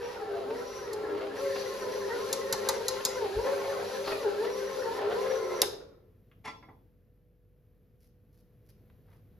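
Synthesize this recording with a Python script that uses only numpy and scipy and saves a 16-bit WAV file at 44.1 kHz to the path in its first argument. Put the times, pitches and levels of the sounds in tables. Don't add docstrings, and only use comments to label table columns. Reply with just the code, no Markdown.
import sys
import numpy as np
from scipy import signal
from scipy.fft import rfft, irfft, next_fast_len
from scipy.io import wavfile
from scipy.ndimage import uniform_filter1d

SR = 44100
rng = np.random.default_rng(int(sys.argv[2]) if len(sys.argv) > 2 else 0)


def wav_out(sig):
    wavfile.write(sys.argv[1], SR, np.round(np.clip(np.atleast_2d(sig).T, -1, 1) * 32767).astype(np.int16))


N = 414094
T = np.arange(N) / SR
MAINS_HZ = 50
OFF_S = 5.618
FREE_MESH_HZ = 538
GEAR_DB, RATTLE_DB, HISS_DB = -33.5, -44, -52
DULL_HZ, DULL_LOAD_DB = 6400, -14.5
TOP_HZ = 16000

# time in seconds, tooth meshing rate in Hz.
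SPEED = [(0.0, 471.3), (0.12, 486.4), (0.25, 412.6), (0.37, 403.2), (0.44, 364.7), (0.53, 469),
         (0.59, 496.7), (0.78, 522), (0.95, 430.2), (1.05, 414), (1.32, 394.5), (1.39, 530.4),
         (1.46, 561.6), (1.54, 514.5), (1.74, 534.4), (1.87, 506), (2.01, 538.6), (2.11, 463.7),
         (2.24, 521.2), (2.62, 533.6), (2.73, 520), (2.81, 462.8), (2.85, 499), (3.01, 532.3),
         (3.18, 510.6), (3.26, 405.8), (3.32, 383.2), (3.48, 536.8), (3.54, 565.3), (3.62, 533),
         (3.74, 555), (3.82, 470.4), (4.02, 551.7), (4.13, 628.7), (4.2, 580.2), (4.27, 402.4),
         (4.38, 406.2), (4.48, 503), (4.73, 532.7), (4.8, 514.8), (4.9, 446.1), (4.98, 517.2), (5.02, 396),
         (5.08, 418.1), (5.21, 517.2), (5.6, 516)]
# start in seconds, gear level in dB,
# motor level in dB, left minus right in dB, low growl in dB, brush hiss in dB per share of speed lost.
PLACE = [(0, -3.5, -3.5, 0.5, 0.5, -16), (1.355, -0.76, 0.5, 1.25, -3.5, -1.5),
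         (4.99, 1.4, -1, 0.5, -9, -8)]
# centre in Hz, half the bandwidth of one pass in Hz, level in dB.
HOUSING = [(263, 60, -14), (399.4, 43, 2), (442.5, 65, 2), (569.5, 48, -2.5), (800, 140, -14),
           (1068, 90, -13), (1337, 45, -9), (1881, 280, -21.5)]
# centre in seconds, rise in dB, half length in seconds.
SURGES = [(0.254, 5, 0.043), (1.445, 6.5, 0.073), (1.88, 9.5, 0.044), (2.8, 4.5, 0.036), (2.926, 7, .025),
          (3.249, 17, 0.028), (3.385, 11, 0.038), (3.465, 13, 0.016), (4.264, 16, 0.031),
          (4.884, 10.5, 0.039), (5.046, 8, 0.038)]
# centre in seconds, level in dB, half length in seconds.
SQUEAKS = [(2.118, -39, .02), (4.134, -45.5, .03)]
# frequency in Hz, level in dB.
RATTLE_COLOUR = [(90, -15), (170, -17), (280, -3.5), (450, -1), (680, -1), (830, 0), (1100, -5.5),
                 (1500, -7), (2000, -11), (2500, -12), (4000, -17.5), (8000, -33.5)]
# frequency in Hz, level in dB.
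BRUSH_COLOUR = [(1200, -17), (2400, 6), (3300, 2.5), (4300, 7), (6000, -1.5), (7500, 1), (8500, -11),
                (10500, 1.5), (12500, -5), (14200, -13.5), (16000, -33)]
# multiple of the mains frequency, relative level in dB.
HUM = [(2, -23), (4, -17.5), (6, -29), (8, 2), (10, -12.5)]
# frequency in Hz, level in dB, 60 dB decay time in seconds.
BOWL_MODES = [(1040, -9.5, .15), (4150, -1.5, 0.11), (4630, -2, .12), (5078, 1.5, 0.099), (6000, -6, .09),
              (6700, -6, .08), (9540, 0, .06)]
# start in seconds, length in seconds,
# start pitch in Hz, end pitch in Hz, level in dB.
MOANS = [(0.032, .36, 863, 739, -44), (0.231, 0.28, 704, 640, -41.5), (0.39, .3, 251, 265.3, -45.5),
         (0.78, .34, 414, 316.3, -46), (1.039, .35, 325.8, 263.4, -44.5)]
# time in seconds (7 ms after onset), level in dB before a trim.
SLAPS = [(0.5, -37.5), (1.555, -29.5), (3.462, -31.5), (4.072, -26.5), (4.114, -30), (4.444, -32.5),
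         (5.008, -35.5)]
# centre in seconds, level in dB, half length in seconds.
SMEARS = [(1.58, -46.5, 0.0838), (4.084, -43, 0.037)]
# frequency in Hz, level in dB.
SMEAR_COLOUR = [(600, -20), (1600, -1), (2800, -11), (4500, 4), (6000, -12.5), (12000, -26)]
# time in seconds, tick in dB, knock in dB, both before trims.
TAPS = [(0.9317, -35.5, -42), (2.3286, -18.5, -20.5), (2.526, -18, -15), (2.6883, -17, -14),
        (2.8826, -19.5, -24), (3.051, -15.5, -23)]
# frequency in Hz, level in dB.
TAP_COLOUR = [(1000, -34), (3000, -17), (3900, 3), (5500, -2), (7200, 3), (9000, -7.5), (11000, -3),
              (14000, -13), (16000, -28.5)]
# frequency in Hz, level in dB.
KNOCK_COLOUR = [(100, -9), (240, -2), (500, -16.5), (870, 7.5), (1200, 1.5), (1600, -5.5), (2100, -5.5),
                (2700, -12.5), (5500, -15.5), (11000, -18.5), (15000, -36)]
# frequency in Hz, level in dB.
LEVER_COLOUR = [(200, -14.5), (900, -13.5), (2800, -9.5), (4400, 5.5), (6000, 3), (8000, 0.5), (11000, 3),
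                (14000, -2), (16000, -25.5)]
# start in seconds, level in dB, rise in seconds,
# 60 dB decay time in seconds, top edge in Hz, ring in dB.
KNOCKS = [(6.436, -36.5, 0.022, 0.082, 8800, -2), (6.466, -35, .012, .115, 6980, -1.5),
          (6.624, -48, 0.004, 0.094, 2500, -2.5), (6.677, -43.5, .012, 0.14, 950, -5)]
# frequency in Hz, level in dB.
SCRAPE_COLOUR = [(100, -12.5), (235, 0), (500, -6.5), (870, 5), (1200, 0.5), (1600, -6), (2100, 2.5),
                 (2700, -9), (5500, -14), (11000, -13), (15000, -35)]
# frequency in Hz, level in dB, 60 dB decay time in seconds.
HOOK_MODES = [(327, -9, .22), (447, 1, 0.15), (890, 0, 0.17), (1026, 6, 0.2), (1180, 9, 0.072),
              (1358, 2, 0.18), (2008, 10, 0.085), (2160, 11, 0.09), (2700, -0.5, 0.09), (3410, -4, 0.16),
              (4646, -6, 0.18), (5485, -2, 0.22)]
# start in seconds, level in dB, 60 dB decay time in seconds.
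CLICKS = [(6.314, -59.5, .08), (8.899, -60.5, 0.034)]
# frequency in Hz, level in dB.
CLICK_COLOUR = [(400, -12.5), (1100, 6), (2900, -1), (3900, -9), (5000, -27)]
# centre in seconds, level in dB, half length in seconds.
PEELS = [(8.038, -68, 0.036), (8.38, -72.5, 0.042), (8.666, -72, .012), (8.703, -66, 0.016)]
# frequency in Hz, level in dB.
PEEL_COLOUR = [(400, -14), (1800, 3), (3800, 0.5), (5100, 6.5), (7300, -1), (12000, 9), (15500, -8)]
# centre in seconds, level in dB, half length in seconds.
PRESS = (9.125, -70.5, 0.059)
# frequency in Hz, level in dB.
PRESS_COLOUR = [(300, 0), (900, 4), (2000, -2), (4000, -13), (7000, -28), (12000, -15), (15500, -25)]
# frequency in Hz, 60 dB decay time in seconds.
ROOM_T60 = [(150, 1.32), (500, 0.65), (1500, 0.1643), (5000, 0.52), (12000, 0.22)]
# frequency in Hz, side minus mid in dB.
ROOM_WIDTH = [(100, -19), (400, -4.5), (900, 2.5), (2500, 0), (6000, 0.5), (8300, -55), (12000, -17.5)]
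# frequency in Hz, relative level in dB per Hz.
KITCHEN_COLOUR = [(15, -31), (25, -16), (71, -2), (103, 2), (231, -10.5), (326, -15), (488, -17),
                  (927, -34), (1810, -35), (4400, -44.5), (8320, -51), (12800, -36), (15000, -49)]
# frequency in Hz, level in dB before a trim.
KITCHEN_TONES = [(48.4, -66), (96.9, -73.5), (436.0, -81), (489.9, -74)]
# time in seconds, level in dB before a trim.
KITCHEN_DB = [(0, -58.5), (5.6, -60), (6.4, -61), (7.2, -62.5), (8.2, -63), (8.7, -59.5), (9.39, -58)]
# frequency in Hz, phase by which left leads in radians.
PORT_PHASE = [(1000, .1), (3000, .6), (5000, .3), (6600, -1), (8300, -3.14), (11500, -6.1), (13000, -7),
              (15000, -8.3)]


def mixer(gear_db=-4, groan_db=-4.5, rattle_db=-1, grind_db=-6.0, hiss_db=3.0, whine_db=-59.5,
          flutter_db=2, run_down_t60=.7, brush_t60=0.41, teeth_count=7, lumps_db=1):
    mesh_hz = curves(SPEED)[0]
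    load = 1 - mesh_hz / FREE_MESH_HZ
    near_gears, near_motor, _, growl_db, hush_db = place()
    lumps = lumps_db * walk(18)
    effort = undb(GEAR_DB + near_gears + lumps)
    play = undb(RATTLE_DB + near_gears + lumps)
    hiss = undb(HISS_DB + hush_db * load + near_motor)
    coast, current = fade(T - OFF_S, run_down_t60), fade(T - OFF_S, brush_t60)
    mesh_hz = mesh_hz * (1 + coast ** .4) / 2
    tugged_hz = mesh_hz * (1 + .01 * walk(35))
    shaft_turns = np.cumsum(tugged_hz * (1 + .025 * walk(250))) / SR / teeth_count
    meshing = undb(gear_db) * gears(tugged_hz, shaft_turns)
    meshing = meshing + undb(groan_db) * current * groan(tugged_hz, load, growl_db)
    loose = undb(rattle_db) * rattle(shaft_turns) + undb(grind_db) * grind(mesh_hz)
    squeal = undb(whine_db + flutter_db * walk(70)) * whine(mesh_hz)
    motor = hiss * undb(hiss_db) * shelf(brushes(), DULL_HZ, DULL_LOAD_DB * load) + squeal
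    return coast * (effort * meshing + play * loose) + current * motor


def gears(mesh_hz, shaft_turns, scatter=0.94, wear_db=0.0, grind_db=-3):
    teeth_passed = np.cumsum(mesh_hz * (1 + .02 * walk(70))) / SR
    when = np.interp(np.arange(1, int(teeth_passed[-1])), teeth_passed, np.arange(N))
    size = 1 + scatter * rng.standard_normal(len(when))
    index, part = when.astype(int), when % 1
    early = np.bincount(index, size * (1 - part), N + 1)
    late = np.bincount(index + 1, size * part, N + 1)
    blows = (early + late)[:N]
    drive = unit(blows - blows.mean()) + undb(wear_db) * wear(shaft_turns) + undb(grind_db) * noise()
    out = 0
    for k, (hz, width, db) in enumerate(HOUSING):
        b, a = signal.iirpeak(hz, hz / (2 * width), fs=SR)
        twice = signal.lfilter(b, a, signal.lfilter(b, a, drive))
        out = out + (-1) ** k * undb(db) * twice
    return unit(out)


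def wear(shaft_turns, change_rate=5, size=256, count=3):
    position = shaft_turns * size % size
    out = 0
    for _ in range(count):
        surface = rng.standard_normal(size)
        out = out + np.interp(position, np.arange(size), surface) * walk(change_rate)
    return unit(out)


def groan(mesh_hz, load, growl_db, rough=.55, octave_db=-8.5, octave_surge=.65):
    phase = 2 * np.pi * np.cumsum(mesh_hz * (1 + .013 * walk(110))) / SR
    surge_db = sum(db * np.exp(-((T - s) / half) ** 2) for s, db, half in SURGES)
    tone = undb(surge_db) * np.sin(phase) * (1 + rough * undb(-surge_db) * walk(60))
    octave = undb(2 * walk(14)) * rasp(2 * mesh_hz, 90, .017)
    growl = np.sin(.75 * phase) * (1 + .7 * walk(70))
    lower = undb(growl_db) * np.maximum(load, 0) * growl
    return tone + undb(octave_db + octave_surge * surge_db) * octave + lower


def rattle(shaft_turns, chatter_db=3.5, lumpy_db=1.7, pulsing=.35):
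    torque = 1 + pulsing * np.cos(4 * np.pi * MAINS_HZ * T)
    bursts = undb(chatter_db * walk(110) + lumpy_db * walk(22)) * torque
    return unit(colour((wear(shaft_turns) + noise()) * bursts, RATTLE_COLOUR))


def grind(mesh_hz, centre_hz=1650, width_hz=520):
    out = 0
    for order in np.arange(9, 18) / 4:
        hz = order * mesh_hz
        lumps = np.clip(walk(75) + .35, 0, 2) ** 1.3
        out = out + lumps * rasp(hz, 280, .024) / (1 + ((hz - centre_hz) / width_hz) ** 4)
    return unit(out)


def brushes(flicker_db=1, bowl_db=-15):
    hiss = noise() * undb(flicker_db * walk(30))
    return unit(colour(hiss, BRUSH_COLOUR) + undb(bowl_db) * ring(hiss, BOWL_MODES))


def whine(mesh_hz, centre_hz=5850, width_hz=300, follow=.75, inertia_s=.07):
    followed_hz = FREE_MESH_HZ + follow * (mesh_hz - FREE_MESH_HZ)
    rotor_hz = uniform_filter1d(followed_hz, int(inertia_s * SR))
    out = 0
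    for order, share in ((11, 1), (11.5, .6)):
        hz = order * rotor_hz
        resonance = 1 / (1 + ((hz - centre_hz) / width_hz) ** 4)
        out = out + share * rasp(hz, 500, .006) * undb(3 * walk(25)) * resonance
    return unit(out)


def hum(db=-41, waver_db=3.5, wander=.35, apart=0.22, hum_t60=0.66):
    lead = np.array([[apart], [-apart]])
    tones = 0
    for multiple, rel_db in HUM:
        level = undb(rel_db + waver_db * walk(26))
        phase = 2 * np.pi * multiple * MAINS_HZ * T + wander * walk(18)
        tones = tones + level * np.sin(phase + lead)
    return undb(db + place()[1]) * fade(T - OFF_S, hum_t60) * unit(tones)


def squeaks(blur=.015):
    mesh_hz = curves(SPEED)[0]
    return sum(swell(*row) for row in SQUEAKS) * (rasp(3 * mesh_hz, 200, blur) + rasp(4 * mesh_hz, 200, blur))


def moans(blur=.025):
    out = 0
    for s, length, start_hz, end_hz, db in MOANS:
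        part = np.clip((T - s) / length, 0, 1)
        hz = start_hz + part * (end_hz - start_hz)
        out = out + undb(db) * np.sin(np.pi * part) * rasp(hz, 200, blur)
    return out


def dough(slap_db=-3, slap_t60=0.074, grain_db=2):
    slaps = sum(contact(s - .007, db + slap_db, 0.015, slap_t60) for s, db in SLAPS)
    smears = sum(swell(*row) for row in SMEARS) * noise() * undb(grain_db * walk(200))
    return colour(slaps, RATTLE_COLOUR) + colour(smears, SMEAR_COLOUR)


def thump(db=-34, low_hz=52, high_hz=97, t60=0.18):
    t = np.maximum(T - 3.35, 0)
    envelope = np.minimum(t / 0.0225, 1) * fade(t - .03, t60)
    tones = np.sin(2 * np.pi * low_hz * t) + .5 * np.sin(2 * np.pi * high_hz * t)
    return undb(db) * envelope * tones


def spoon(crack_db=13, tick_db=-1, tick_t60=0.04, bowl_db=-11, body_db=-12, body_t60=0.087):
    ticks = sum(crack(s, db + crack_db) + contact(s, db + tick_db, 0.00025, tick_t60) for s, db, _ in TAPS)
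    body = sum(contact(s, db + body_db, 0.0036, body_t60) for s, _, db in TAPS)
    return colour(ticks, TAP_COLOUR) + undb(bowl_db) * ring(ticks, BOWL_MODES) + colour(body, KNOCK_COLOUR)


def lever(crack_db=5.5, snap_db=-8, snap_t60=0.018, body_db=-25, body_t60=0.089):
    snap = crack(OFF_S, crack_db) + contact(OFF_S, snap_db, 0.00036, snap_t60)
    body = contact(OFF_S, body_db, 0.0089, body_t60)
    return colour(snap, LEVER_COLOUR) + colour(body, RATTLE_COLOUR)


def hook(scrape_db=-3):
    blows, ringing = 0, 0
    for s, db, rise, t60, top_hz, ring_db in KNOCKS:
        low_pass = signal.butter(2, min(top_hz, SR / 3), fs=SR, output="sos")
        blow = signal.sosfilt(low_pass, contact(s, db, rise, t60))
        blows = blows + blow
        ringing = ringing + undb(ring_db) * blow
    return undb(scrape_db) * colour(blows, SCRAPE_COLOUR) + ring(ringing, HOOK_MODES)


def hands(clump_db=3, grain_db=3, press_crackle_db=-7, threads_per_s=1400):
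    clicks = sum(contact(s, db, 0.00063, t60) for s, db, t60 in CLICKS)
    snaps = unit((rng.random(N) < threads_per_s / SR) * noise() * undb(clump_db * walk(160)))
    peel_level = sum(swell(*row) for row in PEELS) + undb(press_crackle_db) * swell(*PRESS)
    peeling = colour(peel_level * snaps, PEEL_COLOUR)
    press = swell(*PRESS) * noise() * undb(grain_db * walk(200))
    return colour(clicks, CLICK_COLOUR) + peeling + colour(press, PRESS_COLOUR)


def room(x, size=32768):
    t, hz = T[:size], np.fft.rfftfreq(size, 1 / SR)
    centres = 125 * 2. ** np.arange(8)
    white, tail = rfft(rng.standard_normal((2, size))), 0
    for centre, share in zip(centres, np.eye(len(centres))):
        band = irfft(white * at(np.transpose([centres, share]), hz))
        tail = tail + band * fade(t, at(ROOM_T60, centre))
    tail = tail * np.clip((t - .003) / 0.0045, 0, 1)
    mid, side = tail / np.linalg.norm(tail[0])
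    side = irfft(rfft(side) * undb(at(ROOM_WIDTH, hz)))
    return np.array([signal.oaconvolve(x, response)[:N] for response in (mid + side, mid - side)])


def kitchen(noise_db=-1, tone_db=-2, side_db=-13, sway_db=1):
    mid, side = (unit(colour(noise(), KITCHEN_COLOUR)) * undb(sway_db * walk(4.1)) for _ in range(2))
    tones = 0
    for hz, db in KITCHEN_TONES:
        phase = 2 * np.pi * hz * T + .6 * walk(2.7)
        tones = tones + np.sqrt(2) * undb(db + tone_db) * np.sin(phase)
    level = undb(curves(KITCHEN_DB)[0] + noise_db)
    return level * (mid + undb(side_db) * np.array([side, -side])) + tones


def place(glide_s=0.013):
    rows = np.array(PLACE)
    held = rows[np.searchsorted(rows[1:, 0], T), 1:]
    return uniform_filter1d(held, int(glide_s * SR), axis=0).T


def rasp(hz, blur_rate, blur):
    phase = 2 * np.pi * np.cumsum(hz * (1 + blur * walk(blur_rate))) / SR
    return np.sin(phase) * (1 + .5 * walk(blur_rate / 2))


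def contact(s, db, rise, t60):
    out, start = np.zeros(N), int(s * SR)
    t = T[:min(SR // 2, N - start)]
    envelope = np.minimum(t / rise, 1) ** 2 * fade(t - rise, t60)
    out[start:start + len(t)] = undb(db) * envelope * rng.standard_normal(len(t))
    return out


def crack(s, db):
    return undb(db) * (np.arange(N) == int(s * SR))


def swell(s, db, half):
    return undb(db) * np.exp(-((T - s) / half) ** 2)


def ring(x, modes):
    t = T[:SR // 2]
    response = sum(undb(db) * fade(t, t60) * np.sin(2 * np.pi * hz * t) for hz, db, t60 in modes)
    return through(x, response)


def fade(t, t60):
    return np.exp(-np.log(1000) * np.maximum(t, 0) / t60)


def colour(x, points, size=8192):
    cepstrum = irfft(np.log(undb(at(points, np.fft.rfftfreq(size, 1 / SR)))))
    return through(x, irfft(np.exp(rfft(2 * cepstrum[:size // 2], size))))


def through(x, response):
    return signal.oaconvolve(x, response / np.linalg.norm(response))[:N]


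def shelf(x, edge_hz, db):
    low = signal.sosfiltfilt(signal.butter(2, min(edge_hz, SR / 3), fs=SR, output="sos"), x)
    return low + undb(db) * (x - low)


def noise():
    return rng.standard_normal(N)


def walk(rate):
    k = int(SR / rate)
    steps = np.repeat(rng.standard_normal(N // k + 1), k)
    return unit(uniform_filter1d(uniform_filter1d(steps, k), k)[:N])


def curves(rows):
    s, *columns = np.transpose(rows)
    return [np.interp(T, s, c) for c in columns]


def at(points, hz):
    f, value = np.transpose(points)
    return np.interp(np.log(np.maximum(hz, 1)), np.log(f), value)


def unit(x):
    return x / np.sqrt(np.mean(x ** 2))


def undb(db):
    return 10 ** (np.asarray(db) / 20)


def scene(direct_db=-2, machine_room_db=-8, click_room_db=-15, hook_room_db=-10):
    machine = mixer() + squeaks() + moans() + dough()
    clicks = spoon() + lever()
    handling = hook() + hands()
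    to_room = undb(machine_room_db) * machine + undb(click_room_db) * clicks + undb(hook_room_db) * handling
    table = undb(direct_db) * (machine + clicks + handling) + room(to_room) + hum()
    pan_db = place()[2]
    balance = undb(np.array([pan_db, -pan_db]) / 2)
    return table * balance + thump() + kitchen()


def record(dry):
    size = next_fast_len(N + SR // 10)
    lead = at(PORT_PHASE, np.fft.rfftfreq(size, 1 / SR))
    turned = rfft(dry, size) * np.exp(.5j * np.array([lead, -lead]))
    heard = irfft(turned, size)[:, :N]
    return signal.sosfilt(signal.ellip(8, .2, 70, TOP_HZ, fs=SR, output="sos"), heard)


dry = scene()
out = record(dry)
wav_out(out)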